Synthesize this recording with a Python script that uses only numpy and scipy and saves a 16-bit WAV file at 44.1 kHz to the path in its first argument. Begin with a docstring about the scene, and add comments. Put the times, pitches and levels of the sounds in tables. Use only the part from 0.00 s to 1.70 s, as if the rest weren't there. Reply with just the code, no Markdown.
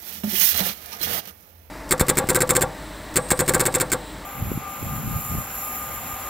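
"""A perforated metal peel scrapes under a pizza and drags it over the gritty stone of a small gas oven.
Stick-slip friction makes it hiss, rasp and grind in two main strokes, with a short ring from the oven.
Rubbing briefly excites single modes of the blade; knocks ring its low bending modes; crumbs catch and tick.
The burner hums faintly behind. The scrape is close to the right microphone."""
import sys
import numpy as np
from scipy import signal
from scipy.fft import rfft, irfft
from scipy.io import wavfile

SR = 44100
rng = np.random.default_rng(int(sys.argv[2]) if len(sys.argv) > 2 else 0)


def unload_wav(signal):
    """Save mono or channel-first audio to the path in sys.argv[1] as 16-bit WAV at rate SR, clipped to [-1, 1]."""
    wavfile.write(
        sys.argv[1],
        SR,
        np.round(np.clip(np.atleast_2d(signal).T, -1, 1) * 32767).astype(np.int16),
    )


N = 74970
T = np.arange(N) / SR
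HZ = np.fft.rfftfreq(N, 1 / SR)


def amp(db):
    """Amplitude ratio: tenfold per 20 dB."""
    return 10 ** (np.asarray(db) / 20)


def unit(x):
    """Normalisation to rms 1."""
    return x / np.sqrt(np.mean(x ** 2) + 1e-20)


def spectrum(points):
    """Interpolation of a table over log frequency."""
    hz, value = np.transpose(points)
    return np.interp(np.log(HZ + 1), np.log(hz), value)


def envelope(table, column):
    """Amplitude envelope, interpolated in decibels."""
    rows = np.array(table)
    return amp(np.interp(T, rows[:, 0], rows[:, column]))


def wander(cutoff_hz):
    """Random modulation: low-passed noise of rms 1."""
    return unit(irfft(rfft(rng.standard_normal(N)) / (1 + (HZ / cutoff_hz) ** 4), N))


def strike(start, t60, rise_s=0.00078):
    """Damping: exponential decay with a quick linear onset."""
    age = np.maximum(T - start, 0)
    return np.minimum(age / rise_s, 1) * np.exp(-np.log(1000) * age / t60)


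# Level difference between the microphones: frequency_hz, left_minus_right_db
MIC_BALANCE = [(60, 7), (200, -3), (500, -4), (1100, -8), (1800, -5), (2700, -17.5), (4000, -14.5),
               (5300, -12.5), (6500, -27.5), (8000, -32.5), (11000, -23.5), (15000, -27.5)]
# Likeness of the two channels: frequency_hz, correlation
MIC_COHERENCE = [(25, 0.36), (70, 0.57), (200, 0.98), (500, 0.52), (1000, 0.48), (2000, 0.05),
                 (8000, 0.037)]
LEFT_LAG_S = 0.00033

def mic_pair(sources, points, resonance=1):
    """Partial coherence: two signals, filtered and mixed, reach the left side later and mostly weaker."""
    right, independent = rfft(sources) * amp(spectrum(points)) * resonance
    coherence = np.clip(spectrum(MIC_COHERENCE), 0, 1)
    balance = amp(spectrum(MIC_BALANCE))
    delay = np.exp(-2j * np.pi * HZ * LEFT_LAG_S)
    left = (coherence * right + np.sqrt(1 - coherence ** 2) * independent) * balance * delay
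    pair = irfft(np.array([left, right]) / (1 + balance), N)
    return pair / pair.mean(0).std()


def noise(points):
    """Spectral shaping of white noise, in stereo."""
    return mic_pair(rng.standard_normal((2, N)), points)


# Swells of the burner hum: time_s, level_db
HUM_ENVELOPE = [(0.0, -61.5), (0.274, -51), (0.478, -54), (0.555, -40.5), (0.672, -55.5), (0.918, -59),
                (1.078, -48), (1.258, -66), (1.33, -54.5), (1.465, -65), (1.52, -53), (1.7, -53)]
# Rush of the flame: frequency_hz, density_db
FLAME_SPECTRUM = [(20, -37), (60, 3.5), (110, -7.5), (180, -8), (350, -12), (600, -9), (1200, -16.5),
                  (2500, -19.5), (6000, -36.5), (8000, -61), (14000, -19)]

def burner(pitch_hz=79.2, waver_hz=2.8, flutter_db=1.8, hum_db=1.5, flame_db=-55.5):
    """Random frequency and amplitude modulation make a low hum waver over broadband flame noise."""
    cycles = np.cumsum(pitch_hz + waver_hz * wander(8.5)) / SR
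    tone = unit(np.sin(2 * np.pi * cycles) * amp(flutter_db * wander(22)))
    hum = amp(hum_db) * tone * envelope(HUM_ENVELOPE, 1)
    pan = amp([[-2.5], [-0.6]])
    return hum * pan + amp(flame_db) * noise(FLAME_SPECTRUM)


# Moments when one blade mode sings: peak_s, length_s, pitch_hz, level_db
FRICTION_TONES = [(0.16, 0.18, 200.6, -49.5), (0.351, 0.073, 383.7, -38), (0.364, 0.033, 3225, -34),
                  (0.423, 0.11, 181.6, -41.5), (0.424, 0.058, 6520, -29), (0.46, 0.051, 5480, -30),
                  (0.468, 0.046, 3680, -32), (0.584, 0.1, 4100, -34), (0.693, 0.041, 194.5, -37),
                  (0.914, 0.12, 2374, -49.5), (0.933, 0.045, 916, -40.5), (0.937, 0.045, 1230, -42.5),
                  (0.938, 0.05, 5660, -42.5), (1.022, 0.036, 4130, -33), (1.037, 0.072, 3290, -36.5),
                  (1.035, 0.02, 5220, -31.5), (1.035, 0.022, 5680, -33.5), (1.048, 0.064, 160, -41.5),
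                  (1.096, 0.18, 484, -38), (1.157, 0.088, 695, -40.5)]

def friction_tones(waver_hz=13.7, roughness=0.67, left_db=-3):
    """Frictional excitation briefly feeds single modes of the steel: rough, unsteady tones."""
    out = np.zeros((2, N))
    for peak, length, hz, db in FRICTION_TONES:
        swell = np.cos(np.pi * np.clip((T - peak) / length, -.5, .5))
        cycles = np.cumsum(hz + waver_hz * wander(62)) / SR - hz * np.array([[LEFT_LAG_S], [0]])
        flutter = 1 + roughness * wander(96)
        balance = amp(np.interp(hz, HZ, spectrum(MIC_BALANCE)) + left_db)
        pan = 2 * np.array([[balance], [1]]) / (1 + balance)
        out += amp(db) * swell * flutter * np.sin(2 * np.pi * cycles) * pan
    return out


# Blade striking stone: start_s, ring_db, pitch_hz, t60_s, clack_db
BLADE_KNOCKS = [(0.2346, -17, 208.3, 0.24, -31), (0.273, -22, 217.5, 0.11, -50),
                (0.328, -24.5, 196, 0.13, -42), (0.593, -33, 161, 0.058, -28.5),
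                (0.605, -20, 188.8, 0.18, -31), (0.665, -30, 188.8, 0.2, -33.5),
                (1.008, -28, 320, 0.057, -35.5), (1.271, -38, 195, 0.12, -67)]
# Bending modes of the blade: pitch_ratio, gain_db, t60_ratio
BENDING_MODES = [(.47, -21, 1.1), (1, 1, 0.91), (1.85, -20.5, 0.89), (2.88, -14.5, 0.39), (3.4, -21, 0.35),
                 (4.3, -24.5, 0.9)]
# Contact noise of a knock: frequency_hz, density_db
CLACK_SPECTRUM = [(60, -9), (200, 1), (750, 2), (1200, -7), (3000, -8.5), (7000, -35), (16000, -24)]

def knocks(rise_s=0.007, clack_t60_s=0.061):
    """Impact excites a clack and damped bending modes, whose pitch differs with each knock's load."""
    clack, out = noise(CLACK_SPECTRUM), np.zeros((2, N))
    pan = amp([[-3], [2]])
    for start, db, hz, t60, clack_db in BLADE_KNOCKS:
        age = T - start - np.array([[LEFT_LAG_S], [0]])
        for ratio, mode_db, t60_ratio in BENDING_MODES:
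            decay = strike(start, t60 * t60_ratio, rise_s)
            out += amp(db + mode_db) * decay * np.sin(2 * np.pi * hz * ratio * age) * pan
        out += amp(clack_db - 1) * strike(start, clack_t60_s) * clack
    return out


# Fine friction noise, here and in the scrape: frequency_hz, density_db
HISS_SPECTRUM = [(3000, -23), (5500, -5.5), (7600, -13.5), (9500, -9.5), (11500, -4), (13200, 0.5),
                 (14500, 3.5), (16000, -7)]
# Coarse friction noise, likewise: frequency_hz, density_db
RASP_SPECTRUM = [(600, -21.5), (1200, -7.5), (1800, 0.5), (2400, -1), (3200, 1.5), (4500, -1), (6500, -5),
                 (7600, -13), (11000, -8.5)]
# Crumbs and edges catching: start_s, level_db, t60_s, hiss_power_share
CRUMB_CATCHES = [(0.354, -18, 0.037, 0.74), (0.419, -19.5, 0.055, 0.53), (0.445, -15, 0.035, 1),
                 (0.475, -22.5, 0.026, 0.5), (0.491, -17, 0.019, 0.98), (0.544, -25, .04, 0),
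                 (0.592, -18, 0.044, 0.45), (0.603, -18.5, 0.036, 0.47), (0.859, -31, 0.024, 0.87),
                 (0.927, -31.5, 0.038, 0.76), (1.014, -26, 0.046, 0.8), (1.03, -21.5, 0.025, 0.24),
                 (1.046, -21, 0.028, 1), (1.134, -23, 0.025, 1), (1.254, -36.5, 0.048, 0.34),
                 (1.273, -34.5, 0.037, 0.96), (1.407, -52, .04, 0.95)]

def catches():
    """Contact transients: a crumb or an edge catches and releases a decaying burst of noise."""
    hiss, rasp, out = noise(HISS_SPECTRUM), noise(RASP_SPECTRUM), np.zeros((2, N))
    for start, db, t60, share in CRUMB_CATCHES:
        blend = np.sqrt(share) * hiss + np.sqrt(1 - share) * rasp
        out += amp(db) * strike(start, t60) * blend
    return out


def oven(direct, positions=8, t60_s=0.071, reflections_db=-5.5):
    """Cavity reverberation: short, dense reflections that change as the contact point travels."""
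    wet = np.zeros((2, N))
    for k in range(positions):
        crossfade = np.sqrt(np.maximum(1 - abs(T / T[-1] * (positions - 1) - k), 0))
        tail = (rng.standard_normal((2, N)) * strike(0.0014, t60_s))[:, :SR // 10]
        wet += signal.oaconvolve(direct * crossfade, tail / np.linalg.norm(tail[0]), axes=1)[:, :N]
    return direct + amp(reflections_db) * wet


# Course of the two strokes: time_s, hiss_db, rasp_db, grind_db
STROKE_ENVELOPES = [(0.0, -46.5, -52.5, -57), (0.074, -39.5, -43.5, -52), (0.165, -38.5, -42, -54.5),
                    (0.232, -47.5, -55, -58.5), (0.24, -36, -41, -43), (0.274, -39.5, -43, -48),
                    (0.306, -30, -35, -48.5), (0.34, -29, -32.5, -43), (0.354, -27.5, -30.5, -50),
                    (0.44, -16.5, -26.5, -43), (0.458, -19.5, -29.5, -56), (0.516, -23, -30, -51),
                    (0.538, -33, -33, -48), (0.554, -29.5, -33.5, -35.5), (0.582, -25, -28.5, -39.5),
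                    (0.6, -30.5, -34.5, -31), (0.624, -30.5, -33.5, -37.5), (0.644, -31.5, -31.5, -41.5),
                    (0.666, -24.5, -30.5, -34.5), (0.7, -32.5, -31, -40.5), (0.756, -46.5, -49, -54.5),
                    (0.912, -44, -46.5, -49.5), (0.934, -43, -39, -50.5), (0.984, -47, -49, -49),
                    (1.005, -41, -41, -48), (1.032, -27, -36, -44.5), (1.056, -33, -32, -49),
                    (1.07, -34.5, -37, -38.5), (1.144, -27.5, -31, -37), (1.188, -31, -34, -37),
                    (1.22, -53.5, -49.5, -54.5), (1.245, -50.5, -52, -54.5), (1.292, -44, -42.5, -48),
                    (1.33, -54.5, -62, -61), (1.7, -61, -67.5, -72)]
# Low grinding on the stone: frequency_hz, density_db
GRIND_SPECTRUM = [(40, -13.5), (100, -0.5), (140, -7.5), (200, -2), (270, -4.5), (500, -0.5), (780, -1.5),
                  (1000, -8), (1300, -3), (2200, -4.5), (5000, -83)]
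# Resonances of the rubbed blade: centre_hz, bandwidth_hz, gain_db
BLADE_RESONANCES = [(185, 57, 1), (470, 23, -9), (726, 26, -10.5), (824, 67, -1), (1210, 45, -2.5),
                    (2362, 24, -5), (3314, 24, -4), (4120, 23, -4)]

def scrape(grains_per_s=9000, spread_db=3, chatter_db=0.5, judder_db=0.75, flutter_db=1.22):
    """Stick-slip friction breaks grit in clumps; each grain's impulse excites blade and oven."""
    slip_db = chatter_db * wander(417) + judder_db * wander(62)  # common to all three layers
    blade = 1 + sum(amp(db) / (1 + 2j * (HZ - hz) / width) for hz, width, db in BLADE_RESONANCES)
    layers = [(HISS_SPECTRUM, 1), (RASP_SPECTRUM, -0.5), (GRIND_SPECTRUM, 1.5)]
    out = np.zeros((2, N))
    for column, (points, gain_db) in enumerate(layers, start=1):
        grain_db = spread_db * np.minimum(rng.exponential(1, (2, N)), 4)
        size = amp(grain_db + slip_db + flutter_db * wander(69.5))
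        polarity = rng.choice([-1, 1], (2, N))
        breaks = rng.random((2, N)) < grains_per_s / SR
        friction = mic_pair(oven(size * polarity * breaks), points, blade)
        out += amp(gain_db) * envelope(STROKE_ENVELOPES, column) * friction
    return out


def scene():
    """Superposition of the peel's sounds and the burner."""
    return scrape() + friction_tones() + catches() + knocks() + burner()


def record(dry, ceiling=0.88, cutoff_hz=15850):
    """Soft saturation rounds the highest peaks; a low-pass filter limits the band."""
    rounded = dry / (1 + (dry / ceiling) ** 6) ** (1 / 6)
    lowpass = signal.firwin(511, cutoff_hz, window=("kaiser", 9), fs=SR)
    return signal.oaconvolve(rounded, lowpass[None], "same")


dry = scene()
out = record(dry)
unload_wav(out)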